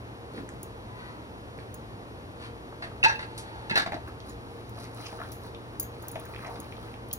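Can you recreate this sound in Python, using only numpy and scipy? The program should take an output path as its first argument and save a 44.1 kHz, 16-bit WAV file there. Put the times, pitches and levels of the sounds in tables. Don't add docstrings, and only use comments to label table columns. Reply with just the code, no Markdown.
import sys
import numpy as np
from scipy import signal
from scipy.fft import rfft, irfft, next_fast_len
from scipy.io import wavfile
from scipy.ndimage import uniform_filter1d

SR = 44100
rng = np.random.default_rng(int(sys.argv[2]) if len(sys.argv) > 2 else 0)


def store_pcm(level_fs):
    pcm = np.round(np.clip(level_fs, -1, 1) * 32767).astype(np.int16)
    wavfile.write(sys.argv[1], SR, np.atleast_2d(pcm).T)


N = 316648
TIME = np.arange(N) / SR
HALF_SECOND = SR // 2

# f/Hz, level/dB
RUSH_SPECTRUM = [(22, -38), (36, -7), (52, 4), (100, 5.5), (160, -2.5), (300, 0), (480, -3.5), (620, -5.5),
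                 (900, -5.5), (2200, -17.5), (4600, -24.5), (5200, -29), (8000, -35), (12000, -35.5),
                 (16000, -50.5)]
# t/s, boost/dB
HUM_RISE = [(2.8, 0.5), (3.3, 2.5)]
# t/s, level/dB, f/Hz
THUDS = [(0.338, -34.5, 376), (.368, -33.5, 444), (0.383, -32, 261), (0.401, -34, 280), (0.426, -36, 357),
         (0.429, -34, 121), (0.536, -32, 120), (1.579, -36, 446), (3.712, -28, 212), (3.759, -52, 290),
         (3.785, -33, 333), (3.944, -31.5, 250), (4.997, -39, 292), (6.154, -55, 453), (6.593, -34, 132)]
# f/Hz, level/dB
SLAP_SPECTRUM = [(30, -39), (60, -9), (110, 12), (350, 10), (700, -3), (2000, -40), (6000, -37)]
# t/s, length/s, level/dB
SLIDES = [(0.372, 0.071, -48), (1.044, 0.23, -53), (1.603, .05, -53), (2.44, 0.087, -45),
          (2.846, 0.054, -47.5), (3.224, 0.043, -44), (3.516, 1, -53.5)]
# f/Hz, level/dB
SLIDE_SPECTRUM = [(500, -12), (1300, 9), (2800, 0), (4500, 0.5), (5500, -13), (7300, -16), (10000, -13.5),
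                  (16000, -51)]
# t/s, level/dB, f/Hz
SNAPS = [(0.379, -45, 1650), (0.491, -48, 7340), (0.49, -47.5, 1610), (1.588, -49, 1840),
         (4.203, -46.5, 3980), (4.755, -61, 2300), (4.842, -53, 5500), (4.947, -51, 9100),
         (5.127, -52, 1360), (5.202, -47, 1400), (5.216, -40.5, 1310), (5.236, -45, 1390),
         (5.236, -44.5, 2730), (5.251, -48, 1360), (5.321, -43, 5660), (5.548, -44, 3060),
         (6.158, -41, 2070), (6.338, -45, 2050), (6.347, -47, 2030), (6.362, -41, 2370), (6.393, -48, 2140),
         (6.447, -42.5, 1400), (6.451, -41, 1940), (6.47, -46, 5300), (6.558, -45, 3760),
         (6.724, -43.5, 2330), (6.768, -51, 3180), (6.941, -46.5, 2430), (7.113, -41, 3550)]
# t/s, level/dB, factor on the ring time, favoured f/Hz
CLINKS = [(.630, -37.5, 0.57, 11900), (1.742, -41, 0.68, 16000), (4.295, -52, .7, 6700),
          (4.694, -47.5, 0.16, 13200), (5.317, -47.5, 4.5, 12700), (5.7978, -27, 1.15, 14000),
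          (5.828, -43.5, 1.8, 12700), (6.024, -49, 0.76, 12500), (6.0828, -36.5, 0.49, 14100),
          (6.115, -44.5, 1.8, 10250), (6.198, -46.5, 0.34, 10900), (6.253, -46.5, 0.63, 14300),
          (6.601, -39, 0.48, 11340), (7.086, -55, .4, 13100), (7.129, -30.5, 0.79, 14600),
          (7.135, -30, 0.33, 10180)]
# f/Hz, level/dB, t60/s when ringing freely
BANGLE_MODES = [(4823, -24, .06), (5740, -24, .08), (6661, -9, .14), (6772, -17, .07), (9400, -12, .04),
                (9715, -5, .06), (10900, -10, .05), (12664, -8, .12), (12785, -12, .07), (13040, -12, .04),
                (14610, -9, .04), (14820, -5, .05), (15560, -10, .05)]
# f/Hz, level/dB, t60/s
PLATE_MODES = [(1007, 3, .1), (1282, 2, .2), (1516, 0, .12), (1800, -6, .06), (1940, 6.5, .03),
               (2390, -8, .04)]
# t/s, level/dB
CHIRPS = [(2.725, -33.5), (2.915, -34), (5.367, -41), (5.542, -42)]
# t/s, clack level/dB, ring
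# level/dB, favoured f/Hz
KNOCKS = [(2.823, -34, -26, 2090), (2.838, -37, -32, 2070), (2.872, -49, -49, 2030),
          (3.029, -39, -11, 2630), (3.0373, -16, -9, 3070), (3.045, -18, -24, 4500),
          (3.046, -22, -15, 2580), (3.048, -27, -18, 1710), (3.051, -27, -17, 2480), (3.053, -31, -21, 880),
          (3.059, -39, -33, 2490), (3.061, -34, -15, 860), (3.07, -31, -27, 1800), (3.083, -32, -24, 5900),
          (3.094, -22, -20.5, 1500), (3.109, -30, -28, 2100), (3.124, -28, -31, 1700),
          (3.155, -38, -31, 2650), (3.192, -29.5, -30, 2000), (3.227, -39, -29.5, 2170),
          (3.697, -26.5, -29, 2700), (3.709, -26, -15, 2010), (3.724, -41, -33.5, 2700),
          (3.726, -46, -30, 870), (3.742, -36, -42, 2880), (3.7558, -15, -15, 3030),
          (3.765, -18, -31, 1710), (3.775, -15, -28, 6560), (3.782, -40, -33, 4350),
          (3.796, -20, -41, 3300), (3.82, -26, -39, 3700), (3.862, -31, -46, 2500), (3.921, -42, -46, 4000),
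          (3.942, -37, -42, 3700)]
# f/Hz, level/dB
CLACK_SPECTRUM = [(40, -33), (100, -4), (250, -9.5), (450, -2.5), (700, 0.5), (890, 3), (1080, 1),
                  (1350, 3.5), (1650, 12.5), (1850, 9.5), (2150, 1.5), (2620, -1), (2950, -6), (3350, -4),
                  (3750, 3), (4250, 4), (4700, 0), (5200, -10.5), (5800, -6.5), (6300, -12.5), (9000, -14),
                  (16000, -24)]
# f/Hz, level/dB, t60/s
PAN_MODES = [(892, 3, .04), (1635, -1, .06), (2560, -18, .12), (2598, -5, .04), (2644, -17, .1),
             (2690, 0, .026), (845, -12, .1), (870, -20, .5), (904, -7, .15), (1613, -9, .16),
             (1672, -13, .12), (2705, -30, .4), (5793, -14, .13), (1134, -29, .35), (1505, -18, .12),
             (1780, -9, .09), (1843, -17, .18), (1965, -22, .15), (2084, -12, .07), (2353, -19, .08),
             (2860, -19, .05), (3092, -26, .1), (3700, -20, .18), (3850, -19, .05), (4103, -17, .17),
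             (4200, -12, .05), (4328, -19, .16), (4600, -16, .08), (4735, -15, .12), (5850, -16, .06),
             (6450, -27, .14), (6620, -25, .1), (8450, -22, .08), (9550, -22, .08)]
# t/s, level/dB
TAPS = [(2.824, -33.5), (2.840, -39), (2.872, -41), (3.193, -33), (3.757, -29), (3.776, -23), (3.862, -25),
        (3.874, -25), (3.921, -23.5), (3.931, -28), (3.944, -32), (3.966, -36), (4.780, -38), (5.004, -41),
        (5.128, -37), (5.201, -36), (6.156, -27), (6.165, -31), (6.447, -37), (6.558, -36)]
# f/Hz, level/dB, t60/s
WOOD_MODES = [(628, -9, 0.098), (755, 2.5, 0.015), (821, -2, 0.027), (1050, -11, 0.026), (1500, -13, 0.021)]
# f/Hz, level/dB
CRACK_SPECTRUM = [(300, 3.5), (900, -16), (1700, 3.5), (2600, -2), (4500, -15), (10000, -32)]
# t/s, level/dB
SPITS = [(3.378, -38.5)]
# f/Hz, level/dB
SPIT_SPECTRUM = [(2000, -5), (4200, 3.5), (6500, 0.5), (10000, 1), (12000, -10), (14000, -20)]
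# t/s of the hardest push, length/s, squelch level/dB, fizz level/dB
STROKES = [(4.085, 0.028, -49.5, -57), (4.292, 0.078, -59, -55.5), (4.55, 0.37, -63, -66),
           (4.816, 0.11, -56, -54), (5.022, 0.17, -52.5, -53.5), (5.205, 0.25, -55, -58),
           (5.458, 0.058, -54, -54.5), (6.14, 1, -57.5, -69), (6.48, 0.73, -59, -63),
           (6.856, 0.19, -59.5, -68)]
# f/Hz, level/dB
SQUELCH_SPECTRUM = [(300, -30), (700, 10), (1400, 4.5), (2600, -15.5), (4500, -28), (5500, -49),
                    (9000, -16), (16000, -16)]
# f/Hz, level/dB
FIZZ_SPECTRUM = [(2000, -44), (4000, 12), (7500, -5), (11000, 1), (16000, -27)]
# t/s, length/s, level/dB, f/Hz of the gap
SQUEEZES = [(4.84, 0.091, -56, 2090), (5.058, 0.072, -46.5, 2900), (5.065, 0.035, -47.5, 4760),
            (5.213, 0.051, -44, 1270), (5.45, 0.023, -49, 810), (6.396, 0.08, -53, 2000),
            (6.439, 0.03, -46, 1050), (6.467, 0.076, -50.5, 1860), (6.498, 0.11, -43, 780),
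            (6.628, 0.029, -45.5, 950)]
# f/Hz, extra left lead/rad
SAUCE_LEAD = [(0, 0), (600, .3), (1400, 1.3), (2100, 1.3), (2700, .6), (4200, .7), (5500, 0)]
# f/Hz, left lead/rad
MICROPHONE_LEAD = [(0, 0), (350, -.15), (620, -1.2), (950, -1.8), (1400, -2.65), (2650, -2.75),
                   (3100, -3.14), (4000, -3.9), (4700, -3.7), (5200, -6.1), (5800, -5.7), (7400, -3.1),
                   (10500, 0), (13500, 3.1), (16500, 6.5)]


def from_db(db):
    return 10 ** (np.asarray(db) / 20)


def rms_one(x):
    return x / np.sqrt(np.mean(x ** 2) + 1e-20)


def colour(x, spectrum):
    hz, db = np.transpose(spectrum)
    size = next_fast_len(x.shape[-1])
    bin_hz = np.arange(size // 2 + 1) * SR / size
    gain = from_db(np.interp(np.log(bin_hz + 1), np.log(hz), db))
    return rms_one(irfft(rfft(x, size) * gain, size)[..., :x.shape[-1]])


def keep_band(x, hz, kind="low", order=2):
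    return signal.sosfilt(signal.butter(order, hz, kind, fs=SR, output="sos"), x + 1e-18)


def ring(x, hz, t60):
    decay, angle = from_db(-60 / (t60 * SR)), 2 * np.pi * hz / SR
    return signal.lfilter([0, np.sin(angle)], [1, -2 * decay * np.cos(angle), decay ** 2], x + 1e-18)


def fade(t60):
    return from_db(-60 * TIME[:HALF_SECOND] / t60)


def burst(spectrum, t60):
    return colour(rng.standard_normal(HALF_SECOND), spectrum) * fade(t60)


def chime(modes, vary_db):
    out = np.zeros(HALF_SECOND)
    for k, (hz, db, t60) in enumerate(modes):
        strength = from_db(db + vary_db * rng.standard_normal()) * (-1) ** k
        out += strength * fade(t60) * np.sin(2 * np.pi * hz * TIME[:HALF_SECOND])
    return out


def rubbed(modes):
    slips = rng.standard_normal(N)
    return rms_one(sum(from_db(db) * ring(slips, hz, t60) for hz, db, t60 in modes))


def grains(per_s, spread_db):
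    sizes = from_db(spread_db * np.minimum(rng.exponential(1, N), 4)) * rng.choice([-1, 1], N)
    return sizes * (rng.random(N) < per_s / SR)


def swells(strokes):
    return sum(from_db(db) * np.exp(-(2 * (TIME - s) / length) ** 2) for s, length, db in strokes)


def add(track, s, sound):
    at = round(s * SR)
    track[at:at + len(sound)] += sound[:N - at]


def stove():
    hum_hz, waver_hz, whine_hz, whine_width_hz = 114.8, 0.49, 468, 3.7
    middle, side = colour(rng.standard_normal((2, N)), RUSH_SPECTRUM)
    rush = middle + from_db(-8) * keep_band(side, 130, "high", order=1) * [[1], [-1]]
    motor_hz = hum_hz + waver_hz * rms_one(keep_band(rng.standard_normal(N), 10))
    hum = from_db(-51.5) * rms_one(np.sin(2 * np.pi * np.cumsum(motor_hz) / SR))
    whine_t60 = np.log(1000) / (np.pi * whine_width_hz)
    whine = ring(rng.standard_normal(N + SR), whine_hz, whine_t60)[SR:]
    rise = from_db(np.interp(TIME, *np.transpose(HUM_RISE)))
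    return from_db(-43.5) * rush + rise * (hum + from_db(-57) * rms_one(whine))


def cheese():
    out = np.zeros(N)
    for s, db, hz in THUDS:
        thud = np.sin(2 * np.pi * hz * TIME[:HALF_SECOND]) * fade(t60=0.063) * (1 - fade(t60=0.026))
        slap = from_db(-5) * burst(SLAP_SPECTRUM, t60=0.083)
        add(out, s, from_db(db) * (thud + slap))
    return out


def slides():
    hiss = swells(SLIDES) * colour(grains(per_s=5000, spread_db=4.5), SLIDE_SPECTRUM)
    plate = swells([(1.04, 0.24, -48.5)]) * rubbed(PLATE_MODES)
    low_notes = keep_band(rubbed(PAN_MODES), hz=1050)
    pan = swells([(3.58, 0.98, -49.5)]) * rms_one(low_notes)
    return hiss + plate + pan


def sauce_snaps():
    out = np.zeros(N)
    for s, db, hz in SNAPS:
        band = [hz / 1.253, hz * 1.253]
        click = keep_band(signal.unit_impulse(HALF_SECOND), band, "band")
        spray = rms_one(keep_band(rng.standard_normal(HALF_SECOND), band, "band")) * fade(t60=0.018)
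        add(out, s, from_db(db) * (4 * click / np.abs(click).max() + spray))
    return out


def bangles():
    out = np.zeros(N)
    grip = fade(t60=0.02) + from_db(-3.5)
    for s, level_db, ring_factor, favoured_hz in CLINKS:
        modes = [(hz, db + 14 * np.exp(-((hz - favoured_hz) / 700) ** 2), t60 * ring_factor)
                 for hz, db, t60 in BANGLE_MODES]
        tick = keep_band(rng.standard_normal(HALF_SECOND), 3200, "high") * fade(t60=0.049)
        add(out, s, from_db(level_db) * (from_db(-7) * tick + grip * chime(modes, vary_db=3.5)))
    return out


def falling_chirps():
    out = np.zeros(N)
    hz = 220 + 1700 * np.exp(-TIME[:HALF_SECOND] / 0.0041)
    chirp = np.sin(2 * np.pi * np.cumsum(hz) / SR) * fade(t60=0.033) * (1 - fade(t60=0.01))
    for s, db in CHIRPS:
        add(out, s, from_db(db) * chirp)
    return out


def utensil():
    loss_db_per_octave, build_cycles = 26, 7.8
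    out = np.zeros(N)
    for s, clack_db, _, favoured_hz in KNOCKS:
        clack = from_db(clack_db) * burst(CLACK_SPECTRUM, t60=0.065)
        add(out, s, keep_band(clack, 1.92 * favoured_hz, order=1))
    times, _, ring_db, favoured_hz = np.transpose(KNOCKS)
    for hz, db, t60 in PAN_MODES:
        octaves_away = np.abs(np.log2(hz / favoured_hz))
        blow_db = ring_db + db - loss_db_per_octave * octaves_away
        blows = np.zeros(N)
        blows[np.round(times * SR).astype(int)] = from_db(blow_db + rng.standard_normal(len(times)))
        build = int(build_cycles * SR / hz)
        push = uniform_filter1d(blows, build, origin=(build - 1) // 2)
        swing = signal.lfilter([1], [1, -from_db(-60 / (t60 * SR))], push + 1e-18)
        hardest_s = times[np.argmax(blow_db)] + 0.5 * build / SR
        out += swing * np.sin(2 * np.pi * hz * (TIME - hardest_s))
    return out


def spatula_taps():
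    out = np.zeros(N)
    for s, db in TAPS:
        wood = chime(WOOD_MODES, vary_db=4.5)
        crack = from_db(-9.5) * burst(CRACK_SPECTRUM, t60=0.045)
        add(out, s, from_db(db) * (wood + crack))
    return out


def sauce_spit():
    out = np.zeros(N)
    for s, db in SPITS:
        add(out, s, from_db(db) * burst(SPIT_SPECTRUM, t60=0.15))
    return out


def stirring():
    crackle = colour(grains(per_s=300, spread_db=3), SQUELCH_SPECTRUM)
    squelch = crackle + from_db(-3) * air_pockets()
    fizz = colour(grains(per_s=1100, spread_db=4), FIZZ_SPECTRUM)
    squelch_level = swells([(s, length, db) for s, length, db, _ in STROKES])
    fizz_level = swells([(s, length, db) for s, length, _, db in STROKES])
    return squelch_level * squelch + fizz_level * fizz


def air_pockets(sizes=12, low_hz=1134, high_hz=4260, ring_cycles=23):
    pops = grains(per_s=68, spread_db=0)
    size = rng.integers(0, sizes, N)
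    pitches = np.geomspace(low_hz, high_hz, sizes)
    return rms_one(sum(ring(pops * (size == k), hz, ring_cycles / hz) for k, hz in enumerate(pitches)))


def sauce_squeezes():
    crackle = grains(per_s=550, spread_db=3)
    return sum(swells([(s, length, db)]) * rms_one(keep_band(crackle, [hz / 1.22, hz * 1.22], "band"))
               for s, length, db, hz in SQUEEZES)


def kitchen(x, echo_db):
    noise = keep_band(rng.standard_normal((2, HALF_SECOND)), hz=14100, order=1)
    tail = noise * fade(t60=0.18) * (1 - fade(t60=0.00042))
    tail /= np.sqrt(np.sum(tail ** 2) / 2)
    return x + from_db(echo_db) * signal.fftconvolve(x[None], tail, axes=1)[:, :N]


def lead_left(x, phases):
    size = next_fast_len(N + SR // 10)
    lead = np.interp(np.arange(size // 2 + 1) * SR / size, *np.transpose(phases))
    return irfft(rfft(x, size) * np.exp(0.5j * lead * [[1], [-1]]), size)[:, :N]


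def scene():
    spatula = stirring() + sauce_squeezes() + spatula_taps()
    ahead = kitchen(spatula + falling_chirps(), echo_db=-6) + kitchen(sauce_snaps(), echo_db=-5)
    food = kitchen(cheese() + slides() + sauce_spit(), echo_db=-7)
    metal = kitchen(utensil(), echo_db=-7) + kitchen(bangles(), echo_db=-10.5)
    return lead_left(ahead, SAUCE_LEAD) + food + metal + stove()


def record(dry):
    cutoff_hz = 16000
    pair = lead_left(dry, MICROPHONE_LEAD) * from_db([[0.17], [-0.17]])
    return signal.sosfilt(signal.ellip(10, 0.2, 80, cutoff_hz, fs=SR, output="sos"), pair)


dry = scene()
out = record(dry)
store_pcm(out)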